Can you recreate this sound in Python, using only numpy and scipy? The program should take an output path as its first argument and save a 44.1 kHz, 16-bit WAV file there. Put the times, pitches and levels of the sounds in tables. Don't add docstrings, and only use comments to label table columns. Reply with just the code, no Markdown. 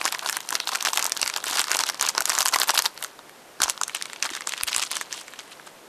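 import sys
import numpy as np
from scipy import signal
from scipy.fft import rfft, irfft
from scipy.io import wavfile
from scipy.ndimage import uniform_filter1d

SR = 44100
rng = np.random.default_rng(int(sys.argv[2]) if len(sys.argv) > 2 else 0)


def persist_wave(psi):
    counts = np.round(np.clip(psi, -1, 1) * 32767).astype(np.int16)
    wavfile.write(sys.argv[1], SR, np.atleast_2d(counts).T)


N = 259295
TIME = np.arange(N) / SR

# pitch_hz [Hz], density_db [dB per Hz]
ROOM_NOISE_SPECTRUM = [(25, -12), (60, -22), (100, -11), (150, -5), (220, -1), (350, 2.5), (600, 3),
                       (1000, 0), (2000, -4.5), (4000, -10), (8000, -12), (14000, -17)]
# [dB, before trims and colour]
HOLDING_LEVELS = [(0, -43), (0.45, -47), (0.9, -44), (1.42, -44), (1.75, -44), (1.97, -46), (2.13, -49),
                  (2.4, -41), (2.8, -49), (2.93, -56.5), (3.05, -44), (3.15, -66), (3.57, -65), (3.66, -42),
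                  (3.79, -54), (3.98, -47), (4.19, -52), (4.3, -50), (4.8, -57), (5.07, -52), (5.4, -53),
                  (5.85, -66)]
# start_s [s], length_s [s], crease_db [dB], panel_db [dB], levels before trims and colour
FILM_SQUEEZES = [(0.001, 0.024, -46.0, -48.5), (0.049, 0.037, -35.0, -37.5), (0.119, 0.031, -40.5, -38.5),
                 (0.228, 0.029, -47.0, -36.0), (0.258, 0.048, -33.5, -45.5), (0.327, 0.045, -37.0, -38.5),
                 (0.524, 0.043, -36.0, -37.5), (0.677, 0.016, -33.5, -40.5), (0.72, 0.041, -33.5, -34.5),
                 (0.791, 0.048, -43.0, -42.0), (0.858, 0.03, -27.5, -32.5), (0.934, 0.031, -33.0, -46.0),
                 (0.966, 0.046, -33.5, -35.0), (1.025, 0.053, -42.5, -37.0), (1.194, 0.098, -38.5, -43.0),
                 (1.361, 0.022, -39, -36), (1.46, 0.09, -30.5, -36.0), (1.556, 0.06, -27.0, -32.0),
                 (1.641, 0.055, -43.0, -43.0), (1.701, 0.058, -32.0, -30.5), (1.794, 0.023, -29.5, -31.0),
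                 (1.864, 0.034, -32.5, -42.0), (2.019, 0.081, -31.0, -34.0), (2.162, 0.052, -41.5, -35.5),
                 (2.275, 0.09, -32.5, -37.0), (2.394, 0.017, -26.5, -31.5), (2.53, 0.028, -27.0, -28.0),
                 (2.602, 0.037, -31.0, -33.5), (2.68, 0.028, -29.0, -32.0), (2.742, 0.017, -27.5, -31.0),
                 (2.781, 0.014, -26, -31.0), (2.844, 0.02, -30.0, -34.0), (3.615, 0.028, -27.5, -34.5),
                 (3.653, 0.011, -41.5, -35.0), (3.691, 0.017, -31.5, -43), (3.95, 0.018, -33.0, -37.5),
                 (4.231, 0.036, -34.0, -34.0), (4.304, 0.017, -41.5, -41.5), (4.337, 0.039, -36.5, -37.0),
                 (4.472, 0.071, -40.0, -46.5), (4.564, 0.054, -43.0, -43.5), (4.676, 0.013, -27.0, -31.0),
                 (4.716, 0.087, -35.0, -36.5), (4.82, 0.013, -28.5, -31.0), (4.848, 0.022, -37, -50),
                 (4.908, 0.061, -33.0, -39.0), (4.979, 0.048, -39.0, -53.0), (5.111, 0.102, -39.5, -46.0),
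                 (5.395, 0.008, -42.5, -42.5), (5.518, 0.011, -44.5, -44.5), (5.668, 0.008, -45.0, -44.5)]
# flip_s [s], crease_db [dB], crease_hz [Hz], panel_db [dB], panel_hz [Hz]
FILM_SNAPS = [(0.0143, -30.5, 4300, -24.0, 1940), (0.0435, -28.5, 4840, -37, 1380),
              (0.0542, -18.5, 6230, -22, 1140), (0.0608, -26.5, 5700, -23.5, 1730),
              (0.0782, -27.5, 5370, -24.5, 2090), (0.1244, -26, 7200, -29.5, 2600),
              (0.1483, -29.5, 4760, -24.5, 1860), (0.193, -29, 5350, -32, 2430),
              (0.2614, -27, 4950, -27, 1036), (0.2894, -24.5, 5200, -29.5, 1620),
              (0.297, -24, 7300, -24, 1730), (0.3278, -26, 6360, -33.0, 1270),
              (0.3689, -24.5, 8350, -24, 1760), (0.4054, -32, 5200, -39, 2370),
              (0.49, -25.5, 6350, -48.0, 1560), (0.5062, -26.5, 7340, -31, 1620),
              (0.5267, -27, 6370, -24.5, 1200), (0.5533, -18, 5640, -23.5, 2060),
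              (0.6016, -22.5, 4300, -32.5, 1390), (0.6735, -23, 4970, -30.5, 1130),
              (0.6911, -25, 5000, -28.5, 1000), (0.7508, -26, 6200, -25, 1840),
              (0.7564, -24, 6800, -23.5, 1940), (0.8092, -26.0, 5000, -38, 1960),
              (0.8257, -23.5, 6700, -36.0, 1170), (0.8507, -20.5, 6500, -23.5, 1610),
              (0.871, -28, 6300, -21.5, 1360), (0.9331, -21, 6100, -27, 1110),
              (0.9739, -17.5, 6000, -21.5, 1740), (0.9942, -27, 5600, -26, 1750),
              (1.0263, -20.5, 7000, -34, 2600), (1.0435, -22.0, 9200, -44, 1030),
              (1.0549, -22.5, 6360, -29, 1380), (1.0651, -21, 6900, -37, 1450),
              (1.096, -31.0, 7500, -39, 1800), (1.1207, -17, 5800, -41.5, 2070),
              (1.1672, -28, 4900, -31.5, 1490), (1.1737, -26, 5900, -39, 2030),
              (1.2157, -19.5, 6700, -30, 3040), (1.229, -18.5, 5460, -22.5, 2250),
              (1.2614, -29, 5800, -29, 2020), (1.2772, -21.5, 6100, -27.0, 2270),
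              (1.2994, -26.5, 5600, -28.0, 1820), (1.3392, -26.5, 4550, -34.5, 1650),
              (1.363, -22, 5400, -28, 1670), (1.374, -27, 6400, -48, 1310),
              (1.441, -26.5, 7050, -28.5, 1460), (1.5946, -18, 6150, -25, 1470),
              (1.6419, -25.5, 5740, -33, 1660), (1.6827, -29, 5400, -29.0, 1850),
              (1.716, -17.5, 5800, -23.0, 1920), (1.749, -23.0, 6800, -25, 2010),
              (1.7691, -21.5, 7050, -33, 1370), (1.791, -17.5, 5900, -28.5, 1450),
              (1.8072, -21.5, 6200, -34, 2540), (1.8371, -20, 5300, -25, 1540),
              (1.8903, -23, 6100, -27, 1850), (1.8989, -21.5, 5100, -28, 1580),
              (1.945, -32.5, 5400, -37, 1260), (1.997, -28, 5800, -30.5, 2540),
              (2.0116, -16, 6130, -26.5, 1120), (2.026, -20.5, 7760, -27, 1500),
              (2.0655, -22.5, 6400, -35, 2880), (2.0888, -16.5, 6800, -48.0, 1560),
              (2.093, -22.0, 5100, -33, 1390), (2.1507, -29.0, 5100, -31, 740),
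              (2.1798, -16, 5500, -20, 1350), (2.2066, -19, 8200, -23, 1600),
              (2.2219, -26, 6100, -48.0, 3090), (2.256, -17, 7060, -40, 1650),
              (2.2956, -17.5, 6800, -33, 1170), (2.301, -19, 5500, -24.5, 1740),
              (2.3198, -32, 5200, -25, 2400), (2.3515, -24.5, 6300, -32, 1450),
              (2.3797, -26, 5600, -23.5, 1700), (2.3873, -14.5, 6800, -28, 1470),
              (2.4067, -17, 7060, -29, 1010), (2.4192, -21, 5700, -33, 1800),
              (2.4278, -22, 5800, -29, 1460), (2.454, -27, 9600, -38, 1740),
              (2.4588, -18, 6200, -21.5, 1260), (2.4657, -21.5, 6200, -33, 1400),
              (2.4758, -26, 7300, -32, 1520), (2.4836, -18, 6300, -32, 1850),
              (2.4889, -24, 6400, -32, 1630), (2.539, -19.5, 5700, -23, 1580),
              (2.545, -28, 4600, -19, 1750), (2.5606, -21.5, 6000, -17.5, 1400),
              (2.5872, -23.5, 5570, -30, 1200), (2.5999, -22.5, 7800, -29, 1750),
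              (2.6167, -16, 4450, -22, 1560), (2.633, -20, 7100, -39.0, 990),
              (2.6934, -17.5, 5350, -22, 1110), (2.6979, -25, 5800, -18.5, 1080),
              (2.7057, -19, 5700, -24.5, 1470), (2.7764, -18.0, 4250, -28, 1650),
              (2.7796, -18.5, 4500, -32.0, 2800), (2.7909, -15, 5700, -20, 2080),
              (2.8224, -23, 6100, -43.5, 1640), (2.856, -21, 5740, -27.5, 1870),
              (2.8609, -17.5, 4540, -26, 1000), (2.9766, -35.5, 5000, -41, 1810),
              (3.0263, -30.5, 7600, -30.0, 2440), (3.0397, -32, 8000, -48.0, 1380),
              (3.0462, -28.5, 6000, -31, 1590), (3.1914, -44, 4400, -42, 1080),
              (3.295, -49.0, 8400, -42.5, 1840), (3.6037, -30, 6100, -25, 1350),
              (3.6192, -16, 6700, -24.5, 1530), (3.6331, -16.5, 6700, -27, 1010),
              (3.6372, -15.5, 7400, -40.0, 3000), (3.681, -28, 5640, -26.5, 1070),
              (3.6982, -17.0, 7450, -38, 3290), (3.7774, -34, 4600, -40, 1560),
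              (3.8141, -22.5, 6500, -23, 1290), (3.8348, -19, 5970, -38, 1340),
              (3.8804, -28, 6440, -39, 1590), (3.8958, -39, 6300, -31.5, 2100),
              (3.9491, -26.0, 8450, -26, 2510), (4.013, -38, 5800, -32.5, 1720),
              (4.0243, -25, 6600, -35, 1990), (4.0563, -34.5, 7800, -33, 2280),
              (4.099, -39.5, 3800, -39.0, 1870), (4.1326, -33.5, 6700, -33, 2020),
              (4.161, -46, 6300, -37.5, 2400), (4.2261, -18.5, 5900, -22.0, 3200),
              (4.253, -32, 6400, -27.5, 1980), (4.2918, -44, 7100, -31.5, 2270),
              (4.3037, -34, 7400, -37, 1620), (4.4082, -34, 7200, -31.5, 1810),
              (4.4203, -36, 5500, -34.5, 2100), (4.473, -21.5, 7140, -29, 1300),
              (4.4935, -25.5, 7700, -36, 2860), (4.5218, -29, 3600, -31, 2440),
              (4.5366, -32.5, 6700, -25, 2620), (4.578, -34, 6800, -32, 3050),
              (4.611, -29, 5000, -30.5, 1800), (4.6345, -17.5, 9900, -27, 2550),
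              (4.73, -23, 4600, -30, 2740), (4.7474, -23.0, 5740, -26, 2650),
              (4.7639, -15.5, 8500, -34, 1020), (4.7813, -23.5, 8600, -31, 1580),
              (4.7968, -24.5, 4900, -38, 1130), (4.8361, -26, 6400, -35, 1370),
              (4.9152, -23, 9300, -31.5, 2470), (4.9683, -23, 6840, -28, 2100),
              (5.0124, -27, 7880, -24.5, 1820), (5.1274, -24, 6400, -34.5, 2250),
              (5.281, -40.5, 6700, -38.0, 1920), (5.3368, -42, 6400, -38, 1880),
              (5.3909, -36.0, 6300, -36, 2050), (5.5977, -54.5, 3000, -40, 1730)]
# start_s [s], length_s [s], level_db [dB, before fades and colour], pitch_hz [Hz]
GLOVE_SLIDES = [(.604, .05, -38, 3640)]
# start_s [s], peak_db [dB, before distance], pitch_hz [Hz], t60_s [s]
GLOVE_BUMPS = [(1.227, -53, 70, 0.031), (1.507, -35, 320, 0.029), (2.01, -57, 70, .03),
               (2.177, -37, 346, 0.029), (3.603, -31, 355, 0.014), (3.636, -50, 55, 0.037),
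               (4.312, -33, 326, 0.034), (4.632, -47, 71, 0.017), (4.763, -55, 70, .03)]
# pitch_hz [Hz], level_db [dB]
FILM_COLOUR = [(40, -28), (150, -21), (330, -2), (550, -3), (950, 5), (1400, 3), (2100, 0.5), (2700, 3),
               (4200, 2.5), (6500, 0.5), (13500, 5)]
# time_s [s], level above SHEEN_HZ [dB]
TREBLE_SHEEN = [(0, 2), (2.0, 0), (3.0, 6.5), (3.7, -3.5), (4.25, -5), (5.0, -8)]
# time_s [s], direct_db [dB], room_db [dB]
FILM_DISTANCE = [(4.8, -1, -2), (5.15, -2, 3.5), (5.5, -0.5, -1)]
# pitch_hz [Hz], level_db [dB]
TAIL_COLOUR = [(100, 25), (350, 2.5), (1200, 1), (4000, -1), (8000, 2), (14000, -15)]

ROOM_NOISE_DB = -48.5
HUM_HZ, HUM_DB = 149.5, -72.5
ATTACK_S, RELEASE_S = .01, .009
SNAP_S, LEAD_S = .004, .004
CRACKLE_DB, CRACKLE_SCATTER_DB = 1, 2.5
FOLDED_S, FOLDED_RATIO = 3.9, 1.69
SHEEN_HZ = 11000
TOP_HZ = 13850


def undb(db):
    return 10 ** (np.asarray(db) / 20)


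def rms(x):
    return np.sqrt(np.mean(x ** 2))


def colour(x, points):
    hz, db = np.transpose(points)
    bins = np.maximum(np.fft.rfftfreq(len(x), 1 / SR), 1)
    gain = undb(np.interp(np.log(bins), np.log(hz), db))
    return irfft(rfft(x) * gain, len(x))


def add(out, sound, start_s):
    start = max(int(start_s * SR), 0)
    part = sound[:max(len(out) - start, 0)]
    out[start:start + len(part)] += part


def curves(table):
    s, *columns = np.transpose(table)
    return [np.interp(TIME, s, column) for column in columns]


def room_noise():
    hiss = colour(rng.standard_normal(N), ROOM_NOISE_SPECTRUM)
    hum = np.sqrt(2) * np.sin(2 * np.pi * HUM_HZ * TIME)
    return undb(ROOM_NOISE_DB) * hiss / rms(hiss) + undb(HUM_DB) * hum


def handling(holding_panel_db=-1.0):
    holding = undb(curves(HOLDING_LEVELS)[0])
    fold_power = holding ** 2
    panel_power = (holding * undb(holding_panel_db)) ** 2
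    for start, length, crease_db, panel_db in FILM_SQUEEZES:
        t = np.arange(int((ATTACK_S + length + 6 * RELEASE_S) * SR)) / SR - ATTACK_S
        build_up = np.minimum(1 + t / ATTACK_S, 1)
        settling = np.exp(-np.maximum(t - length, 0) / RELEASE_S)
        shape = build_up * settling
        add(fold_power, (undb(crease_db) * shape) ** 2, start - ATTACK_S)
        add(panel_power, (undb(panel_db) * shape) ** 2, start - ATTACK_S)
    return np.sqrt(fold_power), np.sqrt(panel_power)


def ring(centre_hz, octaves, t60_s, count=36):
    t = np.arange(400) / SR
    lowest_hz = 260
    steps = (np.arange(count) + rng.random(count)) / count
    hz = lowest_hz * (TOP_HZ / lowest_hz) ** steps
    resonance = 1 / (1 + (np.log2(hz / centre_hz) / octaves) ** 2)
    weight = rng.choice([-1, 1], count) * (.5 + rng.random(count)) * resonance
    t60 = t60_s * np.sqrt(centre_hz / hz) * np.exp(0.33 * rng.standard_normal(count))
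    turn = np.outer(2 * np.pi * hz, t).astype(np.float32)
    fade = np.outer(np.log(1000) / t60, t).astype(np.float32)
    modes = np.sin(turn) * np.exp(-np.minimum(fade, 20))
    sound = (weight / np.sqrt(t60)) @ modes
    return sound / np.linalg.norm(sound)


def crease(hz, octaves=0.3, cycles=15):
    return ring(hz, octaves, cycles / hz * np.exp(0.26 * rng.standard_normal()))


def panel(hz, octaves=0.42, t60_s=0.0093):
    return ring(hz, octaves, t60_s)


def grains(patches, per_s, scatter_db):
    chance = rng.random(N)
    size = rng.exponential(size=N)
    which = rng.integers(len(patches), size=N)
    strikes = (chance < per_s / SR) * undb(scatter_db * np.minimum(size, 4))
    nearby_power = np.abs(uniform_filter1d(strikes ** 2, size=1100))
    strikes /= np.sqrt(nearby_power + 1e-6)
    out = np.zeros(N)
    for i in np.flatnonzero(strikes):
        add(out, strikes[i] * patches[which[i]], i / SR)
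    return out


def rustle(fold_work, panel_work, crease_hz=5200, panel_hz=1250, crease_trim_db=-1.2, panel_trim_db=-0.93,
           count=200):
    smallness = np.exp(0.61 * np.linspace(-1, 1, count))
    folds = grains([crease(crease_hz * k) for k in smallness], per_s=1900, scatter_db=5.0)

    def panel_grains(hz):
        return grains([panel(hz * k) for k in smallness], per_s=1100, scatter_db=6.5)

    spread = panel_grains(panel_hz)
    bunched = panel_grains(panel_hz * FOLDED_RATIO)
    flats = np.where(TIME < FOLDED_S, spread, bunched)
    return folds * fold_work * undb(crease_trim_db) + flats * panel_work * undb(panel_trim_db)


def in_steps(patch, hz, before_s=.0013, after_s=.0012, early_db=-9, late_db=-8, clean_hz=7000, count=3):
    sound = np.zeros(1024)
    add(sound, patch(hz), LEAD_S)
    stagger = 1 / np.sqrt(1 + (hz / clean_hz) ** 4)
    for early, late, early_size, late_size in rng.exponential(size=(count, 4)):
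        early_gain = stagger * undb(early_db) * np.sqrt(early_size) * np.exp(-early / 2)
        late_gain = stagger * undb(late_db) * np.sqrt(late_size) * np.exp(-late / 2)
        add(sound, early_gain * patch(hz), LEAD_S - before_s * early)
        add(sound, late_gain * patch(hz), LEAD_S + after_s * late)
    return sound / np.linalg.norm(sound)


def buckle(crease_gain, crease_hz, panel_gain, panel_hz):
    fold = crease_gain * in_steps(crease, crease_hz)
    flat = panel_gain * in_steps(panel, panel_hz)
    return np.sqrt(SNAP_S * SR) * (fold + flat)


def crackle(fold_work, panel_work, crease_hz=5900, panel_hz=1400, crease_octaves=0.27, panel_octaves=0.63,
            count=170):
    out = np.zeros(N)
    strain = np.cumsum((fold_work + panel_work) ** .75)
    moments = np.searchsorted(strain, strain[-1] * (np.arange(count) + rng.random(count)) / count)
    for i, (size, fold, flat) in zip(moments, rng.standard_normal((count, 3))):
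        gain = undb(CRACKLE_DB + CRACKLE_SCATTER_DB * min(size, 1.5))
        bunching = FOLDED_RATIO if i / SR > FOLDED_S else 1
        fold_hz = crease_hz * 2 ** (crease_octaves * fold)
        flat_hz = panel_hz * bunching * 2 ** (panel_octaves * flat)
        sound = buckle(gain * fold_work[i], fold_hz, gain * panel_work[i], flat_hz)
        add(out, sound, i / SR - LEAD_S)
    return out


def snaps(crease_trim_db=.5, panel_trim_db=0.8):
    out = np.zeros(N)
    for s, crease_db, crease_hz, panel_db, panel_hz in FILM_SNAPS:
        crease_gain = undb(crease_db + crease_trim_db)
        panel_gain = undb(panel_db + panel_trim_db)
        add(out, buckle(crease_gain, crease_hz, panel_gain, panel_hz), s - LEAD_S)
    return out


def slides(width_hz=450, fade_s=0.053):
    out = np.zeros(N)
    for s, length, db, hz in GLOVE_SLIDES:
        t = np.arange(int(length * SR)) / SR
        slips = rng.standard_normal(len(t)) ** 3
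        band = signal.butter(2, [hz - width_hz, hz + width_hz], "band", fs=SR, output="sos")
        rasp = signal.sosfilt(band, slips)
        fade = np.exp(-t / fade_s) * signal.windows.tukey(len(t), .5)
        add(out, undb(db) * rasp / rms(rasp) * fade, s)
    return out


def bumps(push_s=0.0037):
    out = np.zeros(N)
    t = np.arange(SR // 10) / SR
    for s, db, hz, t60 in GLOVE_BUMPS:
        decay = np.exp(-np.log(1000) * t / t60)
        swing = np.sin(2 * np.pi * hz * t) * decay * (1 - np.exp(-t / push_s))
        add(out, undb(db) * swing / np.abs(swing).max(), s)
    return out


def sheen(x):
    high_pass = signal.butter(3, SHEEN_HZ, "high", fs=SR, output="sos")
    top = signal.sosfiltfilt(high_pass, x)
    return x + (undb(curves(TREBLE_SHEEN)[0]) - 1) * top


def room(x, t60_s=0.17, wet_db=-15, bounce_s=0.0077, bounce_db=-18):
    t = np.arange(SR // 2) / SR
    onset = np.minimum(t / 0.00093, 1)
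    tail = rng.standard_normal(len(t)) * np.exp(-np.log(1000) * t / t60_s) * onset
    tail = colour(tail, TAIL_COLOUR)
    response = undb(wet_db) * tail / np.linalg.norm(tail)
    add(response, undb([bounce_db]), bounce_s)
    return signal.oaconvolve(x, response)[:N]


def scene():
    work = handling()
    film = rustle(*work) + crackle(*work) + snaps() + slides()
    hands = sheen(colour(film, FILM_COLOUR)) + bumps()
    direct_db, room_db = curves(FILM_DISTANCE)
    direct = hands * undb(direct_db)
    reflected = room(hands * undb(room_db))
    return (direct + reflected + room_noise())[None]


def record(dry):
    low_pass = signal.ellip(8, .1, 50, TOP_HZ, fs=SR, output="sos")
    rounded = dry / (1 + (dry / .9) ** 4) ** .25
    return signal.sosfiltfilt(low_pass, rounded)


dry = scene()
out = record(dry)
persist_wave(out)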